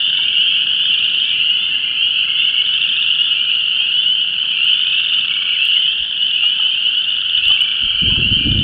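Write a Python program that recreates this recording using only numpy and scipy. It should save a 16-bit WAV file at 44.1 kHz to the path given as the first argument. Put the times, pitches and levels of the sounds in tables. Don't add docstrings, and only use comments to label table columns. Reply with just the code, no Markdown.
import sys
import numpy as np
from scipy import signal
from scipy.fft import rfft, irfft, next_fast_len
from scipy.io import wavfile
from scipy.ndimage import uniform_filter1d, minimum_filter1d

SR = 44100
rng = np.random.default_rng(int(sys.argv[2]) if len(sys.argv) > 2 else 0)


def unload_wav(signal):
    wavfile.write(
        sys.argv[1],
        SR,
        np.round(np.clip(np.atleast_2d(signal).T, -1, 1) * 32767).astype(np.int16),
    )


N = 380583
TIME = np.arange(N) / SR
CHORUS_HZ = 2938


def from_db(db):
    return 10 ** (np.asarray(db) / 20)


def unit_rms(x):
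    return x / np.sqrt(np.mean(x ** 2) + 1e-20)


def envelope(rows):
    return from_db(np.interp(TIME, *np.transpose(rows)))


def evened(x, span_s):
    return x / np.sqrt(uniform_filter1d(x ** 2, int(span_s * SR) + 1) + 1e-12)


def add(out, middle_s, sound):
    start = int(middle_s * SR) - len(sound) // 2
    low, high = max(start, 0), min(start + len(sound), N)
    if high > low:
        out[low:high] += sound[low - start:high - start]


def noise(spectrum):
    hz, db = np.transpose(spectrum)
    size = next_fast_len(N)
    bins_hz = np.maximum(np.arange(size // 2 + 1) * SR / size, 1)
    gain = from_db(np.interp(np.log(bins_hz), np.log(hz), db)) / (1 + (bins_hz / hz[-1]) ** 20)
    return unit_rms(irfft(rfft(rng.standard_normal(size)) * gain, size)[:N])


def woods(x, wet_db, first_echo_s=0.018, t60_s=0.65):
    size = SR // 2
    t = np.arange(size) / SR
    decay = unit_rms(from_db(-60 * t / t60_s) * (t > first_echo_s)) / np.sqrt(size)
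    padded, window = np.pad(x, size), signal.windows.cosine(size)
    wet = np.zeros(N + 2 * size + SR)
    for start in range(0, N + size, size // 2):
        response = decay * rng.standard_normal(size)
        echoes = signal.fftconvolve(padded[start:start + size] * window, response)
        wet[start:start + len(echoes)] += echoes
    return x + from_db(wet_db) * wet[size:size + N]


def throat(hz, first_db, third_db):
    phase = 2 * np.pi * (np.cumsum(hz / 2) / SR + rng.random())
    return from_db(first_db) * np.sin(phase) + np.sin(2 * phase) + from_db(third_db) * np.sin(3 * phase)


def peep(hz, glide_hz_per_s, length_s, swell_db=5):
    t = np.arange(-length_s / 2, length_s / 2, 1 / SR)
    shape = signal.windows.tukey(len(t), 0.92) * from_db(swell_db * t / length_s)
    return shape * throat(hz + glide_hz_per_s * t, first_db=-35, third_db=-37)


def far_peepers(count=56, spread_hz=160, period_s=.78, length_s=.14, glide_hz_per_s=2900):
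    out = np.zeros(N)
    ranks = (np.arange(count) + .5) / count
    for hz in CHORUS_HZ + spread_hz * unit_rms(np.log(ranks / (1 - ranks))):
        pace_s, offset = period_s * rng.uniform(.8, 1.2), rng.random()
        db = rng.uniform(-6, 4.9) - 3.2 * abs(hz - CHORUS_HZ) / spread_hz
        for k, (late, waver, effort) in enumerate(rng.standard_normal((16, 3))):
            middle_s = (k - offset) * pace_s + .03 * late
            if middle_s < TIME[-1] + length_s:
                call = peep(hz + 25 * waver, glide_hz_per_s * (1 + 0.1993 * effort), length_s)
                add(out, middle_s, from_db(db + 2 * effort) * call)
    return evened(woods(out, wet_db=-6), span_s=0.14)


# frequency_hz, density_db
WASH_SPECTRUM = [(1000, -47.5), (1500, -27.5), (2050, -34), (2400, -22.5), (2650, -14), (2850, -3.5),
                 (3050, -1), (3300, -11.5), (3600, -32.5), (3900, -34), (4400, -35), (4850, -46.5),
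                 (5300, -55.5)]
# time_s, level_db
CHORUS_LEVELS = [(0.0, -17), (1.06, -15), (1.87, -18.5), (2.21, -16.5), (4.06, -16), (4.2, -19),
                 (4.42, -17.5), (4.71, -15), (5.43, -18), (5.77, -13.5), (5.96, -20.5), (6.18, -19),
                 (6.39, -15.5), (7.26, -19), (7.43, -16), (7.86, -17.5), (8.12, -15.5), (8.63, -17.5)]


def far_chorus():
    return envelope(CHORUS_LEVELS) * (from_db(-1.7) * far_peepers() + from_db(-8.5) * noise(WASH_SPECTRUM))


def click(hz, width_s, first_db, third_db, fall_hz_per_s=15000):
    t = np.linspace(-np.pi * width_s, np.pi * width_s, int(2 * np.pi * width_s * SR))
    return np.exp(-(t / width_s) ** 2) * throat(hz - fall_hz_per_s * t, first_db, third_db)


def far_raspers(count=150, pitch_hz=3060, spread_hz=195, gap_s=.062, quicken=.018, width_s=.0016):
    out, steps = np.zeros(N), np.arange(18)
    for start_s in np.linspace(-1, TIME[-1], count):
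        late, voice, slowness, nearness = rng.standard_normal(4)
        times = start_s + .05 * late + np.cumsum(gap_s * np.exp(.15 * slowness - quicken * steps))
        for time_s, effort in zip(times, np.linspace(-1, 0, len(steps))):
            hz = pitch_hz + spread_hz * np.clip(voice, -2, 2) + 120 * (effort + .5)
            db = 4 * np.clip(nearness, -2, 2) + 7 * effort
            add(out, time_s, from_db(db) * click(hz, width_s, first_db=-18.5, third_db=-32))
    wave_db = 2 * np.cos(2 * np.pi * (TIME - 0.46) / 2.4)
    return from_db(-24 + wave_db) * evened(woods(out, wet_db=-4), span_s=0.23)


# frequency_hz, density_db
RUMBLE_SPECTRUM = [(20, -11), (50, -1.5), (150, 4.5), (250, 1.5), (400, -4.5), (600, -10), (1100, -11.5)]


def background():
    rumble = envelope([(0, -46), (8.6, -51)]) * noise(RUMBLE_SPECTRUM)
    air = from_db(-47.5) * noise([(300, -9.5), (600, -3.5), (1200, -3.5), (2200, 1.0), (5000, -17.5)])
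    return rumble + air


# start_s, gap_s, click_count, pitch_hz, relative_level_db
NEAR_RASPS = [(0.023, 0.0755, 4, 3510, -23), (0.942, 0.0518, 8, 3550, -27.5),
              (2.665, 0.0755, 6, 3525, -23.5), (3.395, 0.058, 4, 3504, -34), (4.814, 0.057, 6, 3550, -27.5),
              (5.138, 0.072, 4, 3500, -26), (5.739, 0.061, 7, 3550, -34.5), (7.043, 0.062, 4, 3500, -25.5),
              (7.297, 0.079, 4, 3500, -23.5), (8.517, 0.075, 3, 3490, -27)]


def near_raspers(waver_hz=30, width_s=.0018, swell_db=1, gain_db=12):
    out = np.zeros(N)
    for start_s, gap_s, count, pitch_hz, db in NEAR_RASPS:
        beats = np.arange(count, dtype=float)
        beats[-1] -= 0.2
        for time_s, effort_db in zip(start_s + gap_s * beats, np.linspace(-swell_db, 0, count)):
            hz = pitch_hz + waver_hz * rng.standard_normal()
            snap = click(hz, width_s, first_db=-21, third_db=-39.5, fall_hz_per_s=30400)
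            add(out, time_s, from_db(db + effort_db + gain_db) * snap)
    return woods(out, wet_db=-9, first_echo_s=0.00067)


# middle_s, pitch_hz, relative_level_db
NEAR_PEEPS = [(0.059, 3060, -18.5), (0.13, 2960, -19.5), (0.26, 2837, -17), (0.408, 2928, -12),
              (0.47, 3166, -17.5), (0.529, 2680, -19.5), (0.549, 3045, -16.5), (0.867, 3213, -18.5),
              (0.949, 2966, -15.5), (1.197, 3124, -16), (1.377, 2830, -17), (1.437, 2774, -14.5),
              (1.527, 2928, -13), (1.742, 2784, -18), (2.01, 3130, -15.5), (2.041, 2855, -14.5),
              (2.185, 3020, -15.5), (2.189, 2710, -18), (2.419, 2837, -16), (2.461, 3000, -18.5),
              (2.591, 2877, -15), (2.738, 3010, -18), (3.087, 2783, -16.5), (3.212, 2880, -14.5),
              (3.308, 2864, -17), (3.536, 2880, -16), (3.802, 3153, -17), (3.971, 2964, -12.5),
              (4.11, 2990, -13), (4.201, 2894, -16.5), (4.632, 2777, -14), (4.673, 3057, -15),
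              (4.714, 3004, -16.5), (4.945, 2640, -22.5), (5.158, 2940, -15.5), (5.624, 2687, -14),
              (5.701, 2984, -15.5), (5.792, 3030, -16), (5.877, 3064, -13.5), (6.235, 2973, -14),
              (6.459, 2875, -12), (6.649, 3000, -15), (6.699, 3083, -16), (6.864, 2950, -15),
              (6.994, 3006, -14.5), (7.348, 2915, -15), (7.459, 2753, -15), (7.508, 2998, -10),
              (7.613, 2953, -18.5), (7.872, 3100, -18.5), (8.067, 3128, -16.5), (8.25, 2755, -16.5),
              (8.331, 3063, -12.5)]
# first_peep_s, period_s, peep_count, pitch_hz, relative_level_db
STEADY_BOUTS = [(0.04, 0.785, 4, 3456, -23), (3.25, 0.755, 3, 3410, -23.5), (0.6, 0.744, 2, 2595, -25.5),
                (2.98, 0.852, 5, 2605, -25)]


def near_peepers(length_s=.135, glide_hz_per_s=2850, gain_db=0.6):
    out = np.zeros(N)
    beats = [(first_s + k * period_s, hz, db)
             for first_s, period_s, count, hz, db in STEADY_BOUTS for k in range(count)]
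    for middle_s, hz, db in NEAR_PEEPS + beats:
        add(out, middle_s, from_db(db + gain_db) * peep(hz, glide_hz_per_s, length_s))
    return woods(out, wet_db=-6.5, first_echo_s=0.00063)


# start_s, length_s, pitch_hz, level_db
RIVAL_TRILLS = [(0.131, 0.29, 2316, -33), (1.273, 0.49, 2060, -39), (1.733, 0.24, 2090, -36),
                (2.236, 0.36, 2180, -32.5), (2.584, 0.38, 2330, -36), (4.718, 0.55, 2260, -39.5),
                (5.271, 0.33, 2307, -26.5), (7.56, 0.21, 2345, -27.5), (7.845, 0.27, 2360, -30.5)]


def trills(notes_per_s=29.5, rise_hz=69, note_fall_hz=200, waver_hz=25, uneven_db=1.6):
    out = np.zeros(N)
    for start_s, length_s, pitch_hz, db in RIVAL_TRILLS:
        t = np.arange(int(length_s * SR)) / SR
        note, progress = np.divmod(t * notes_per_s, 1)
        waver, effort = rng.standard_normal((40, 2))[note.astype(int)].T
        hz = pitch_hz + rise_hz * (t / length_s - .5) - note_fall_hz * (progress - .5) + waver_hz * waver
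        shape = np.sin(np.pi * progress) ** 4 * signal.windows.tukey(len(t), .2)
        tone = throat(hz, first_db=-22, third_db=-36)
        add(out, start_s + length_s / 2, from_db(db + uneven_db * effort) * shape * tone)
    return out


# middle_s, pitch_hz, relative_level_db
WOOD_FROG_CLUCKS = [(0.198, 933, -40), (3.81, 894, -43.5), (4.45, 740, -47), (6.44, 842, -38.5),
                    (6.599, 869, -41), (7.51, 787, -41), (8.11, 990, -38), (8.167, 902, -38.5)]


def wood_frogs(width_s=0.012, gain_db=-3):
    out = np.zeros(N)
    for middle_s, hz, db in WOOD_FROG_CLUCKS:
        cluck = click(hz, width_s, first_db=-17.5, third_db=5.5, fall_hz_per_s=1530)
        add(out, middle_s, from_db(db + gain_db) * cluck)
    roughness = 1 + noise([(30, -2), (130, -5)])
    return woods(out * roughness, wet_db=-5.5)


# time_s, relative_level_db
OVERLOAD_TICKS = [(0.401, -17), (4.647, -9), (4.727, -20), (5.185, -18.5), (5.654, -3), (5.68, -11),
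                  (5.8, -13.5), (7.482, -4.5), (7.616, -1)]


def overload_ticks(crest=1.185, width_s=0.0011, gain_db=-1):
    out = np.zeros(N)
    pulse = crest * click(CHORUS_HZ, width_s, first_db=-31, third_db=-32)
    distortion = np.clip(pulse, -1, 1) - pulse
    for time_s, db in OVERLOAD_TICKS:
        add(out, time_s, from_db(db + gain_db) * distortion)
    return out


# start_s, length_s, pitch_hz, arch_hz (negative sags), level_db
LOW_WHISTLES = [(0.483, 0.12, 2260, -78, -38.5), (.88, 0.28, 2460, 101, -35.5),
                (1.219, 0.21, 2355, -55, -32.5), (1.81, 0.28, 2437, 80.5, -34),
                (3.306, 0.28, 2406, -41, -34), (4.503, .13, 2380, -56, -36.5),
                (6.38, 0.18, 2420, -17.5, -34), (8.36, 0.19, 2400, -93, -31)]


def whistles(lift_hz=80, quaver_hz=13):
    out = np.zeros(N)
    quaver = quaver_hz * noise([(8, 0), (45, -6)])
    for start_s, length_s, pitch_hz, arch_hz, db in LOW_WHISTLES:
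        position = np.linspace(-1, 1, int(length_s * SR))
        contour_hz = pitch_hz + lift_hz * position / 2 - arch_hz * position ** 2
        hz = contour_hz + np.interp(start_s + length_s * position / 2, TIME, quaver)
        call = signal.windows.tukey(len(hz), .5) * throat(hz, first_db=-30, third_db=-33.5)
        add(out, start_s + length_s / 2, from_db(db) * call)
    return out


# middle_s, pitch_hz, glide_hz_per_s, level_db
FALLING_SQUEAKS = [(1.712, 1776, -1000, -38), (1.748, 1690, -6000, -33.5), (1.781, 1690, -1000, -41.5),
                   (1.885, 2010, -3000, -41), (2.6, 2210, -3000, -29.5), (5.553, 2195, -14000, -32.5),
                   (5.768, 2130, -9000, -31)]


def squeaks(length_s=0.052):
    out = np.zeros(N)
    for middle_s, hz, glide_hz_per_s, db in FALLING_SQUEAKS:
        add(out, middle_s, from_db(db) * peep(hz, glide_hz_per_s, length_s))
    return out


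def gust(start_s, length_s, attack_s=0.016, release_s=0.02):
    age_s = TIME - start_s
    return np.clip(age_s / attack_s, 0, 1) * np.exp(-np.maximum(age_s - length_s, 0) / release_s)


# frequency_hz, density_db
EDDY_SPECTRUM = [(20, -13), (45, -1.5), (90, -2), (170, -4.5), (260, -9), (380, -19.5), (560, -30.5),
                 (1100, -55)]
# start_s, length_s, level_db
WIND_GUSTS = [(5.993, 0.012, -36.5), (7.05, 0.91, -54.5), (7.37, 0.16, -49.5), (7.457, 0.038, -41),
              (7.815, 0.042, -32.5), (7.894, 0.11, -41), (8.011, 0.13, -23), (8.164, 0.12, -23),
              (8.306, 0.017, -17), (8.355, 0.072, -28.5), (8.434, 0.18, -17.5)]


def wind(lumps_db=4, breeze_cutoff_hz=80, full_gust_db=-27):
    strength = sum(from_db(db) * gust(start_s, length_s) for start_s, length_s, db in WIND_GUSTS)
    eddies = noise(EDDY_SPECTRUM) * from_db(lumps_db * noise([(5, -2.5), (40, -7)]))
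    breeze = signal.sosfilt(signal.butter(2, breeze_cutoff_hz, fs=SR, output="sos"), eddies)
    force = np.minimum(strength / from_db(full_gust_db), 1)
    return strength * evened(force * eddies + (1 - force) * breeze, span_s=0.07)


def scene():
    distant = far_chorus() + far_raspers() + background()
    near = near_peepers() + near_raspers()
    low_calls = woods(whistles() + trills() + squeaks(), wet_db=-5.5)
    return (distant + near + low_calls + wood_frogs() + wind())[None]


def record(dry, microphone_top_hz=4980, cutoff_hz=15800):
    dull = signal.sosfilt(signal.butter(16, microphone_top_hz, fs=SR, output="sos"), dry)
    limiter_gain = minimum_filter1d(np.minimum(1, 1 / (np.abs(dull) + 1e-9)), size=181)
    smooth_gain = uniform_filter1d(uniform_filter1d(limiter_gain, size=90), size=90)
    lowpass = signal.ellip(10, .1, 80, cutoff_hz, fs=SR, output="sos")
    return signal.sosfilt(lowpass, dull * smooth_gain + overload_ticks())


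dry = scene()
out = record(dry)
unload_wav(out)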